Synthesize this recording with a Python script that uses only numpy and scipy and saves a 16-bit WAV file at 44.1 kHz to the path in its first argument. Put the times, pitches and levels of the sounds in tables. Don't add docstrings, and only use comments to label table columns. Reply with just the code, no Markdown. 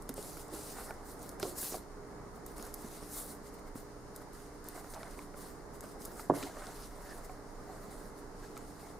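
import sys
import numpy as np
from scipy import signal
from scipy.fft import rfft, irfft, next_fast_len
from scipy.io import wavfile

SR = 44100
rng = np.random.default_rng(int(sys.argv[2]) if len(sys.argv) > 2 else 0)


def put_to_file(sound):
    columns = np.atleast_2d(sound).T
    safe = np.clip(columns, -1, 1)
    whole_steps = np.round(safe * 32767)
    wavfile.write(sys.argv[1], SR, whole_steps.astype(np.int16))


def decibels_to_gain(level_db):
    exponent = np.asarray(level_db, float) / 20
    return 10 ** exponent


N = 396459
STEP_HZ = 2280

# frequency in Hz, left minus right in dB.
LEAN = [(60, -3), (380, -2.5), (2380, -0.5), (15000, 1.5)]


def rms_one(x):
    return x / np.sqrt(np.mean(x ** 2) + 1e-20)


def at_hz(points, hz):
    table_hz, values = np.array(points).T
    return np.interp(np.log(hz), np.log(table_hz), values)


def drift(rate_hz):
    r = np.exp(-80 * np.pi * rate_hz / SR)
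    white = rng.standard_normal(N // 40 + 2002)
    slow = signal.lfilter([1], [1, -2 * r, r * r], white)[2000:]
    return np.interp(np.arange(N) / 40, np.arange(len(slow)), rms_one(slow))


def ring(push, hz, t60_s):
    r, w = decibels_to_gain(-60 / (t60_s * SR)), 2 * np.pi * hz / SR
    return signal.lfilter([0, np.sin(w)], [1, -2 * r * np.cos(w), r * r], push + 1e-18)


def band_pass(x, order, low_hz, high_hz):
    return signal.sosfilt(signal.butter(order, [low_hz, high_hz], "band", fs=SR, output="sos"), x)


def below(x, hz):
    return signal.sosfilt(signal.cheby2(14, 60, hz, fs=SR, output="sos"), x)


def add(out, start_s, sound):
    i = round(start_s * SR)
    out[i:i + len(sound)] += sound[:N - i]


def to_stereo(mid, side, likeness, hz):
    alike = np.clip(at_hz(likeness, hz), 0, 1)
    lean = decibels_to_gain(at_hz(LEAN, hz) / 2 * np.array([[1], [-1]]))
    return lean * (np.sqrt(1 + alike) * mid + np.sqrt(1 - alike) * side * [[1], [-1]])


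def coloured(spectrum, likeness):
    size = next_fast_len(N)
    hz = np.maximum(np.arange(size // 2 + 1) * SR / size, 1)
    mid, side = rfft(rng.standard_normal((2, size)))
    both = decibels_to_gain(at_hz(spectrum, hz)) * to_stereo(mid, side, likeness, hz)
    return rms_one(irfft(both, size)[:, :N])


def banded(spectrum, likeness, white, patchy_db, patch_hz, tilt_db=0):
    low_hz, high_hz = spectrum[0][0], spectrum[-1][0]
    edges = np.geomspace(low_hz, high_hz, int(3.5 * np.log2(high_hz / low_hz)) + 2)
    out, power = 0, 0
    for k, (low, high) in enumerate(zip(edges, edges[1:])):
        mid, side = band_pass(white[k % 2], 2, low, high)
        hz = np.sqrt(low * high)
        band = decibels_to_gain(at_hz(spectrum, hz)) * to_stereo(mid, side, likeness, hz)
        power += np.mean(band[:, ::7] ** 2)
        out = out + band * decibels_to_gain(patchy_db * drift(patch_hz) + tilt_db * np.log2(hz / 6000))
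    return out / np.sqrt(power)


def grains(per_s, spread_db):
    born = rng.random(N) < per_s / SR
    sizes = decibels_to_gain(spread_db * np.minimum(rng.exponential(1, N), 2.5))
    white = np.clip(rng.standard_normal((2, 2, N)), -3, 3)
    return rms_one(white * (born * sizes + .6))


def slide():
    # frequency in Hz, density in dB per Hz.
    skin = [(2300, -21), (2700, -12), (3300, -15), (3900, -7.5), (6500, -6), (9200, -1.5), (10500, -1.5),
            (13500, -7), (17000, -3.5)]
    # frequency in Hz, density in dB per Hz.
    board = [(250, 3.5), (400, -4.5), (650, 8), (900, 2), (1400, 0.5), (2000, -5.5), (2500, -2.5)]
    # frequency in Hz, left-right likeness (0 to 1).
    near_likeness = [(60, 0.7), (240, 1), (950, 0.92), (3770, 0.61), (8000, 0.92), (15000, 0.8)]
    hiss_db, bright_db, board_db = strokes()
    skin_slips = grains(per_s=7000, spread_db=1.6)
    board_slips = grains(per_s=1500, spread_db=3.5)
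    tilt_db = 0.56 * (bright_db - 3.5)
    hiss = banded(skin, near_likeness, skin_slips, patchy_db=1.8, patch_hz=11, tilt_db=tilt_db)
    rumble = banded(board, near_likeness, board_slips, patchy_db=2.8, patch_hz=13.5)
    flutter_db = .9 * drift(19)
    hiss = decibels_to_gain(hiss_db + 4.5 + flutter_db) * hiss
    return hiss + decibels_to_gain(board_db - 2.0) * below(rumble, 1.102 * STEP_HZ)


def strokes():
    # start in s, hold in s, hiss in dB, brightness in dB, board rumble in dB.
    rub_rows = [(0.016, 0.0084, -67, 4, -75), (0.094, 0.005, -59, -7, -55),
                (0.168, .25, -54.5, -0.5, -57.5), (0.534, 0.2, -54, -1, -58), (0.747, 0.11, -54, 1, -55),
                (1.056, 0.064, -62, 5, -66), (1.2, .03, -67, 3, -68), (1.316, 0.011, -64, 0, -66),
                (1.409, 0.027, -54, -8, -52), (1.429, 0.07, -51, 0, -53.5), (1.565, .02, -52.5, 1, -57),
                (1.582, 0.12, -46, 6.5, -55.5), (1.72, 0.037, -49.5, 1, -52), (3.122, 0.12, -55.5, 5, -60),
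                (2.468, 0.052, -62.5, -2, -66), (2.568, 0.11, -57.5, -2.5, -53.5),
                (2.745, 0.12, -62.5, 1, -56.5), (3.764, 0.033, -59.5, 2, -57), (4.158, 0.0047, -59, 1, -52),
                (4.336, 0.13, -63.5, -4, -61), (4.654, 0.076, -60.5, -6, -57.5),
                (4.756, 0.036, -57, -1, -52.5), (4.902, 0.028, -61, 10, -69), (4.842, 0.12, -62.5, -2, -57),
                (4.992, 0.09, -61.5, -5, -51.5), (5.108, .04, -61, -6, -56), (5.18, 0.046, -60, -3, -55),
                (5.373, 0.11, -60.5, 2, -58.5), (5.744, .005, -61.5, -4, -67),
                (5.83, 0.017, -61.5, -5, -52.5), (6.01, 0.058, -58.5, 1, -57.5),
                (6.35, 0.12, -52, -5.5, -46), (6.743, 0.12, -59, -3, -64), (7.672, .05, -76, 0, -57),
                (7.98, 0.11, -63.5, -3, -62), (8.797, 0.11, -65.5, -3, -56.5)]
    # peak in s, time to fade 20 dB in s, hiss in dB, brightness in dB, board rumble in dB.
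    sweep_rows = [(.9, 0.1, -62, 1, -47), (.55, 0.08, -53.5, -4, -48), (1.0, 0.3, -72, -13, -55.5),
                  (1.1, 0.1, -62, 0, -64), (1.237, 0.13, -58, -1, -67), (1.83, -0.2, -67, -6, -63),
                  (2.36, 0, -65, 2, -60), (2.95, 0.27, -56, -1, -63), (3.04, 0.5, -64, -20, -58),
                  (3.18, 0.1342, -49, 8, -51.5), (3.3, 0.09, -54.5, 4, -65), (3.472, 0.05, -58.5, -1, -70),
                  (3.545, -0.1, -60.5, 2, -68), (3.59, 0, -65, -6, -56), (3.68, -0.26, -64, 0, -54),
                  (4.22, 0.03, -63.5, -3, -50.5), (4.55, 0.1, -73, -1, -69), (5.47, 0.17, -60, -1.5, -70),
                  (5.9, 0.13, -63.5, -2, -73), (6.12, -0.04, -58, 2, -53), (6.2, 0.1, -53.5, 1, -52),
                  (6.6, 0.15, -56.5, -7, -51), (6.68, 0.36, -59, -5, -51.5), (6.84, -0.18, -57, -10, -63),
                  (7.1, 0.47, -60, -5, -51.5), (7.18, 0.03, -59, 0, -53), (7.25, -0.08, -59, 4, -71),
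                  (7.75, .25, -66, -2, -56), (7.84, 0.1, -65.5, -2, -56), (7.917, 0.13, -60.5, -6, -55.5),
                  (8.19, 0.06, -63, -4, -59), (8.44, 0.08, -60, -10, -68), (8.572, 0.5, -68, -14, -61),
                  (8.68, 0.5, -66, -1, -65)]
    # hiss in dB, brightness in dB, board rumble in dB.
    hold_db = (-95, 0, -61)
    grip_db_per_s, stop_db_per_s = 900, 300
    round_top = 0.026

    t = np.arange(0, N + 40, 40) / SR
    rubs, sweeps = np.array(rub_rows), np.array(sweep_rows)
    start_s, hold_s = rubs[:, :1], rubs[:, 1:2]
    grip_db = grip_db_per_s * (t - start_s)
    stop_db = stop_db_per_s * (start_s + hold_s - t)
    rub_db = np.minimum(0, np.minimum(grip_db, stop_db))
    peak_s, fade_s = sweeps[:, :1], np.maximum(sweeps[:, 1:2], .03)
    sweep_db = -20 * (np.hypot((t - peak_s) / fade_s, round_top) - round_top)
    power = decibels_to_gain(2 * np.maximum(np.vstack([rub_db, sweep_db, 0 * t]), -150))

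    hiss_db, bright_db, board_db = np.vstack([rubs[:, 2:], sweeps[:, 2:], hold_db]).T
    hiss = decibels_to_gain(2 * hiss_db) @ power
    board = decibels_to_gain(2 * board_db) @ power
    bright = (decibels_to_gain(2 * hiss_db) * bright_db) @ power / hiss
    curves = 10 * np.log10(hiss), bright, 10 * np.log10(board)
    return [np.interp(np.arange(N) / SR, t, curve) for curve in curves]


def ticks():
    # time in s, peak in dB, centre in Hz, decay in s.
    hard = [(0.0919, -20.5, 10200, 0.027), (.1797, -41, 3600, .012), (0.092, -32.5, 3900, 0.022),
            (0.1406, -26, 10000, 0.015), (1.2296, -30, 10000, 0.013), (1.292, -28.5, 8100, 0.023),
            (1.3982, -25, 9250, 0.036), (1.4285, -24, 3800, 0.035), (1.4286, -39, 6000, .012),
            (1.4285, -28.5, 2800, 0.017), (1.7432, -38, 2900, .02), (1.4288, -22, 10000, .012),
            (2.4633, -26.5, 10500, 0.032), (2.5812, -31, 9300, 0.015), (2.5962, -40, 3200, .01),
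            (2.626, -28, 8550, 0.01), (2.666, -31, 9900, .008), (2.741, -21.5, 8800, 0.014),
            (2.7412, -31.5, 14500, .01), (2.7448, -24, 13000, .01), (4.1617, -27, 9300, 0.03),
            (4.687, -22, 11700, 0.0076), (4.9375, -35, 5500, 0.046), (5.808, -26.5, 8700, .006),
            (5.813, -38, 8800, 0.0051), (6.02, -34, 6000, 0.012), (6.0517, -23, 13000, 0.008),
            (6.0517, -29, 7600, 0.009), (6.056, -24.5, 8500, 0.012), (6.0563, -29, 13000, .008),
            (6.4275, -34, 2600, 0.043), (6.428, -30, 3470, 0.041), (6.6687, -31, 5400, 0.013),
            (8.5757, -30.5, 9450, 0.03), (8.5678, -41, 4200, .03), (8.5768, -43, 3600, .015),
            (4.944, -35, 5500, .03)]
    # time in s, peak in dB, centre in Hz.
    patter = [(0.0227, -36, 7400), (0.1695, -42, 5380), (0.2265, -33, 10200), (0.227, -31.5, 5200),
              (0.369, -36, 9640), (0.538, -39, 9050), (0.94, -43, 7000), (1.193, -41, 8940),
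              (0.4815, -36, 9980), (1.5633, -38, 9780), (1.5708, -41, 8940), (1.5285, -38, 12000),
              (2.807, -37.5, 10400), (2.82, -32, 10300), (4.333, -39, 9480), (4.6422, -34, 9800),
              (4.7466, -39, 9170), (5.0315, -36, 4280), (5.109, -40, 8190), (5.1881, -40.5, 8580),
              (6.136, -44, 9390), (6.436, -29, 4500), (6.546, -49, 2400), (4.845, -57, 2200),
              (5.191, -42, 2670), (1.3155, -41, 8840), (3.4655, -45, 8190), (3.755, -39, 10400),
              (3.364, -48, 9300), (3.383, -55, 10000), (3.583, -49, 9000), (3.595, -43, 11000),
              (6.351, -44, 6160), (.91, -42, 9000), (7.058, -45, 10000), (8.5612, -41, 6380),
              (2.568, -41, 9000), (2.6195, -47, 7500), (2.636, -45, 9500), (2.6515, -33, 7500)]
    patter_decay_s = .011
    out, t = np.zeros(N), np.arange(1300) / SR
    for s, db, hz, decay_s in hard + [row + (patter_decay_s,) for row in patter]:
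        fade = .55 * decibels_to_gain(-60 * t / max(decay_s, .002)) + .1 * decibels_to_gain(-60 * t / .05)
        wisp = rng.standard_normal(len(t)) * fade
        wisp[[2, 32]] += 5.5, -3.2
        snap = band_pass(wisp, 2, hz * 0.68, min(hz * 1.52, 18500))
        add(out, s, decibels_to_gain(db - 3.0) * snap / np.abs(snap).max())
    return out


def taps():
    # time in s, peak in dB, panel mode in Hz, upper modes in dB,
    # t60 in s.
    board_taps = [(0.0925, -31.5, 650, -5.5, 0.022), (0.0973, -29.5, 269, -24, 0.11),
                  (.18, -26, 545, -15, 0.017), (.189, -32, 425, -19, .06), (0.371, -44, 340, 4, .06),
                  (0.521, -34.5, 374, -26, 0.084), (0.536, -33, 316, -24, 0.14), (.77, -55, 620, 0, 0.032),
                  (.785, -36.5, 820, -7, 0.046), (0.908, -31, 900, -0.5, 0.025), (.909, -39, 447, -20, .04),
                  (1.3997, -37, 750, 0, 0.044), (1.4293, -21.5, 397, -9, 0.063),
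                  (1.453, -25, 463, -29, 0.032), (1.464, -33.5, 359, -26, 0.21),
                  (1.629, -37, 384, -3, 0.048), (1.723, -32, 420, -20, 0.044),
                  (1.7428, -26, 745, -18, 0.033), (1.7505, -29.5, 625, -25, 0.04),
                  (1.756, -30, 400, -22, 0.042), (1.734, -33, 400, -16, .03), (1.77, -33, 420, -16, 0.029),
                  (2.598, -35, 224, -6, 0.039), (2.845, -30, 245, -25, 0.043), (3.027, -34, 280, -14, 0.038),
                (3.756, -28, 268, -15, 0.031), (4.763, -37, 447, -7, 0.04), (4.751, -40, 700, -5, .03),
                (4.777, -34, 720, -13, 0.035), (4.81, -39, 820, -8, .03), (4.845, -40, 640, -3, 0.028),
                (5.014, -39, 670, -11, 0.033), (4.937, -38, 640, -3, 0.065), (5.0314, -32, 800, -3, 0.016),
                (5.191, -45, 484, 8.5, .03), (5.342, -36.5, 550, -4, 0.035), (5.8415, -33, 660, -13, 0.02),
                (6.1959, -35, 880, 1.5, 0.024), (6.432, -32, 280, -2, 0.14),
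                (6.569, -32.5, 613, -1.5, 0.036), (6.496, -34, 700, -5, 0.036), (6.546, -46, 720, 1, .025),
                (6.621, -39.5, 600, 3, .04), (6.701, -40, 470, -3, .03), (7.008, -46, 900, 0, .03),
                (6.67, -42.5, 221, 2, 0.13), (7.295, -35, 746, -5, 0.088), (7.697, -39, 762, -10, 0.1),
                (8.5683, -41, 342, 5, .04), (8.576, -47.5, 400, 8.5, .03)]
    out = np.zeros(N)
    for s, db, hz, upper_db, t60_s in board_taps:
        chance = rng.normal(0, 1, 4)
        t60_s = max(t60_s, .008)
        push = np.zeros(6000)
        push[:9] = np.hanning(9) / 4
        pad = np.hanning(int(SR / hz / 3))
        soft = np.pad(pad / pad.sum(), (0, len(push) - len(pad)))
        body = ring(soft, hz, t60_s)
        body += .5 * ring(soft, hz * (1.46 + 0.045 * chance[0]), 0.85 * t60_s)
        body -= 0.23 * ring(soft, hz * (0.68 + 0.092 * chance[1]), t60_s)
        upper = ring(push, 1350 + 150 * chance[2], 0.019)
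        upper += 0.5 * ring(push, 2050 + 150 * chance[3], 0.013)
        add(out, s, -decibels_to_gain(db - 4.5) * (body + decibels_to_gain(upper_db + 1.5) * upper))
    return out


def drop():
    # time in s, peak in dB, contact in ms.
    bounces = [(6.2964, -19, 0.77), (6.2976, -4.5, 0.82), (6.306, -13.5, 0.32), (6.309, -28, 0.69),
               (6.303, -23, 0.46), (6.317, -9.5, 2.1), (6.328, -22, 2.3), (6.336, -23, 0.8),
               (6.342, -28.5, 0.35), (6.349, -22, 3.1), (6.366, -20, 1.7), (6.375, -28, 0.76)]
    # frequency in Hz, level in dB, t60 in s.
    box = [(280, -15, 0.12), (400, -8.5, 0.029), (550, -2.5, 0.01), (900, -0.5, 0.0067),
           (1130, -9.5, 0.016), (1560, -26, 0.016), (157.5, -37, 0.29), (104, -44, .4), (192, -31, 0.075),
           (724, -25, 0.072)]
    settle_db, settle_t60_s = -43.5, 0.5
    push, t = np.zeros(SR // 2), np.arange(SR // 2) / SR
    first_s = bounces[0][0]
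    for s, db, contact_ms in bounces:
        contact = np.hanning(round(contact_ms * SR / 1000))
        add(push, s - first_s, decibels_to_gain(db) * contact / contact.sum())
    blow = sum((-1) ** k * decibels_to_gain(db) * ring(push, hz, t60_s) for k, (hz, db, t60_s) in enumerate(box))
    dull = band_pass(rng.standard_normal(len(t)), 2, 95, 1200)
    shudder = decibels_to_gain(settle_db - 60 * t / settle_t60_s) * rms_one(dull) * np.minimum(t / 0.012, 1)
    edge = band_pass(rng.standard_normal(len(t)), 2, 1700, 3600)
    crack = decibels_to_gain(-62 - 60 * t / 0.15) * rms_one(edge)
    out = np.zeros(N)
    add(out, first_s, below(shudder - blow, 0.91 * STEP_HZ) + crack)
    return out


def squeaks():
    # start in s, length in s, resonance in
    # Hz, level in dB, ring t60 in s.
    short_rubs = [(7.05, 0.087, 1740, -62, 0.016), (7.107, 0.031, 1790, -53.5, 0.043),
                  (8.425, 0.034, 1640, -59.5, .015), (.755, 0.071, 1220, -50, 0.0034),
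                  (4.945, 0.045, 790, -46.5, 0.0059), (6.622, .03, 1500, -53, 0.0048),
                  (1.7, .04, 7200, -53, .002), (1.615, 0.081, 4200, -53, .002),
                  (1.712, .03, 6000, -50.5, 0.0023), (1.63, .09, 13500, -51, .001),
                  (7.08, 0.055, 5100, -62, .003), (7.9, 0.084, 9200, -62, .002),
                  (0.69, .06, 9200, -62, .002), (3.15, 0.09, 10300, -51, 0.0013),
                  (3.28, .05, 9700, -61, .002), (1.46, .04, 9500, -53, .0015)]
    out = np.zeros(N)
    for s, length_s, hz, db, t60_s in short_rubs:
        rub = rng.standard_normal(4000)[:round(length_s * SR)]
        squeak = rms_one(ring(rub, hz, t60_s))
        add(out, s, decibels_to_gain(db) * squeak * signal.windows.tukey(len(rub), .4))
    return out


def room(x):
    t60_s, wall_cut_hz = 0.64, 1070
    size = next_fast_len(N + SR)
    w = 2 * np.pi * np.arange(size // 2 + 1) / size
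    dull = 1 / (1 + 1j * w * SR / (2 * np.pi * wall_cut_hz))
    tails = np.zeros((2, len(w)), complex)
    for k, lag_s in enumerate(rng.uniform(.011, 0.066, 16)):
        loop = decibels_to_gain(-60 * lag_s / t60_s) * dull * np.exp(-1j * w * round(lag_s * SR))
        tails[k % 2] += (-1) ** (k // 2) * loop / (1 - loop)
    return irfft(tails * rfft(x, size), size)[:, :N]


def air():
    # frequency in Hz, density in dB per Hz.
    tone_spectrum = [(36, -38), (52, 12), (100, 0), (150, 5), (250, 5.5), (350, 4.5), (450, 5), (540, 0.5),
                     (800, 0), (1230, -2.5), (1580, -9), (2100, -13.5), (2400, -21)]
    # frequency in Hz, density in dB per Hz.
    hiss_spectrum = [(1380, -30), (2350, -10), (3490, -11), (5130, -4), (5820, -6.5), (6820, -6),
                     (7500, -11), (9060, -6.5), (10000, -10.5), (15500, -19.5)]
    # frequency in Hz, left-right likeness (0 to 1).
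    far_likeness = [(60, 0.5), (240, 0.86), (950, 0.45), (3770, 0.017), (15000, 0.032)]
    # time in s, level in dB.
    shake_levels = [(0, -51.5), (.3, -56), (1.3, -54), (2.3, -56.5), (4.7, -55.5), (5.9, -56),
                    (6.62, -56.5), (6.9, -49.5), (7.8, -52), (8.3, -55.5), (8.99, -58)]
    # multiple of the motor pitch, level in dB.
    motor = [(1, -70), (2, -66), (3, -72), (5, -62.5), (7, -60.5), (8, -67), (10, -71)]
    # frequency in Hz, width in Hz, level in dB.
    whines = [(7040, 40, -82), (9050, 140, -89), (9300, 240, -90)]
    tone_db, hiss_db, motor_hz = -51, -64.5, 58.83

    tone = below(coloured(tone_spectrum, far_likeness), 1.177 * STEP_HZ)
    tone = decibels_to_gain(tone_db + 1.0 * drift(1.7)) * tone
    hiss = decibels_to_gain(hiss_db + 0.55 * drift(6.6)) * coloured(hiss_spectrum, far_likeness)
    shake_db = np.interp(np.arange(N) / SR, *np.transpose(shake_levels))
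    shake = decibels_to_gain(shake_db) * coloured([(10, -21), (24, 6.0), (32, 0.5), (42, -3.0), (70, -89.0)],
                                     [(20, 0.85), (45, 0.87), (70, 0.7)])
    turn = 2 * np.pi * np.cumsum(motor_hz * (1 + 0.002973 * drift(0.514))) / SR
    hum = np.zeros(N)
    for k, db in motor:
        phase = k * turn + rng.uniform(0, 6) + .8 * drift(1)
        hum += decibels_to_gain(db + 3 + 1.5 * drift(2.5)) * np.sin(phase)
    whine = sum(decibels_to_gain(db) * rms_one(ring(rng.standard_normal(N), hz, 5.9 / width_hz))
                for hz, width_hz, db in whines)
    return tone + hiss + shake + hum * decibels_to_gain([[-1.0], [1.0]]) + whine


def scene():
    cutoff_hz = 16170
    knocks = taps() + drop() + squeaks()
    snaps = ticks()
    near = knocks * decibels_to_gain([[-1.2], [1.2]])
    tail = decibels_to_gain(-22.5) * room(knocks + .5 * snaps)
    rest = below(near + tail + slide() + air(), cutoff_hz)
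    return below(snaps, 0.99 * cutoff_hz) * decibels_to_gain([[.2], [-.2]]) + rest


def top_cut(x):
    return signal.sosfilt(signal.butter(12, 16980, fs=SR, output="sos"), x)


def record(dry):
    mic_dip = (3020, 3600, 0.26)
    low_hz, high_hz, share = mic_dip
    mix = dry - share * band_pass(dry, 1, low_hz, high_hz)
    return top_cut(mix)


dry = scene()
out = record(dry)
put_to_file(out)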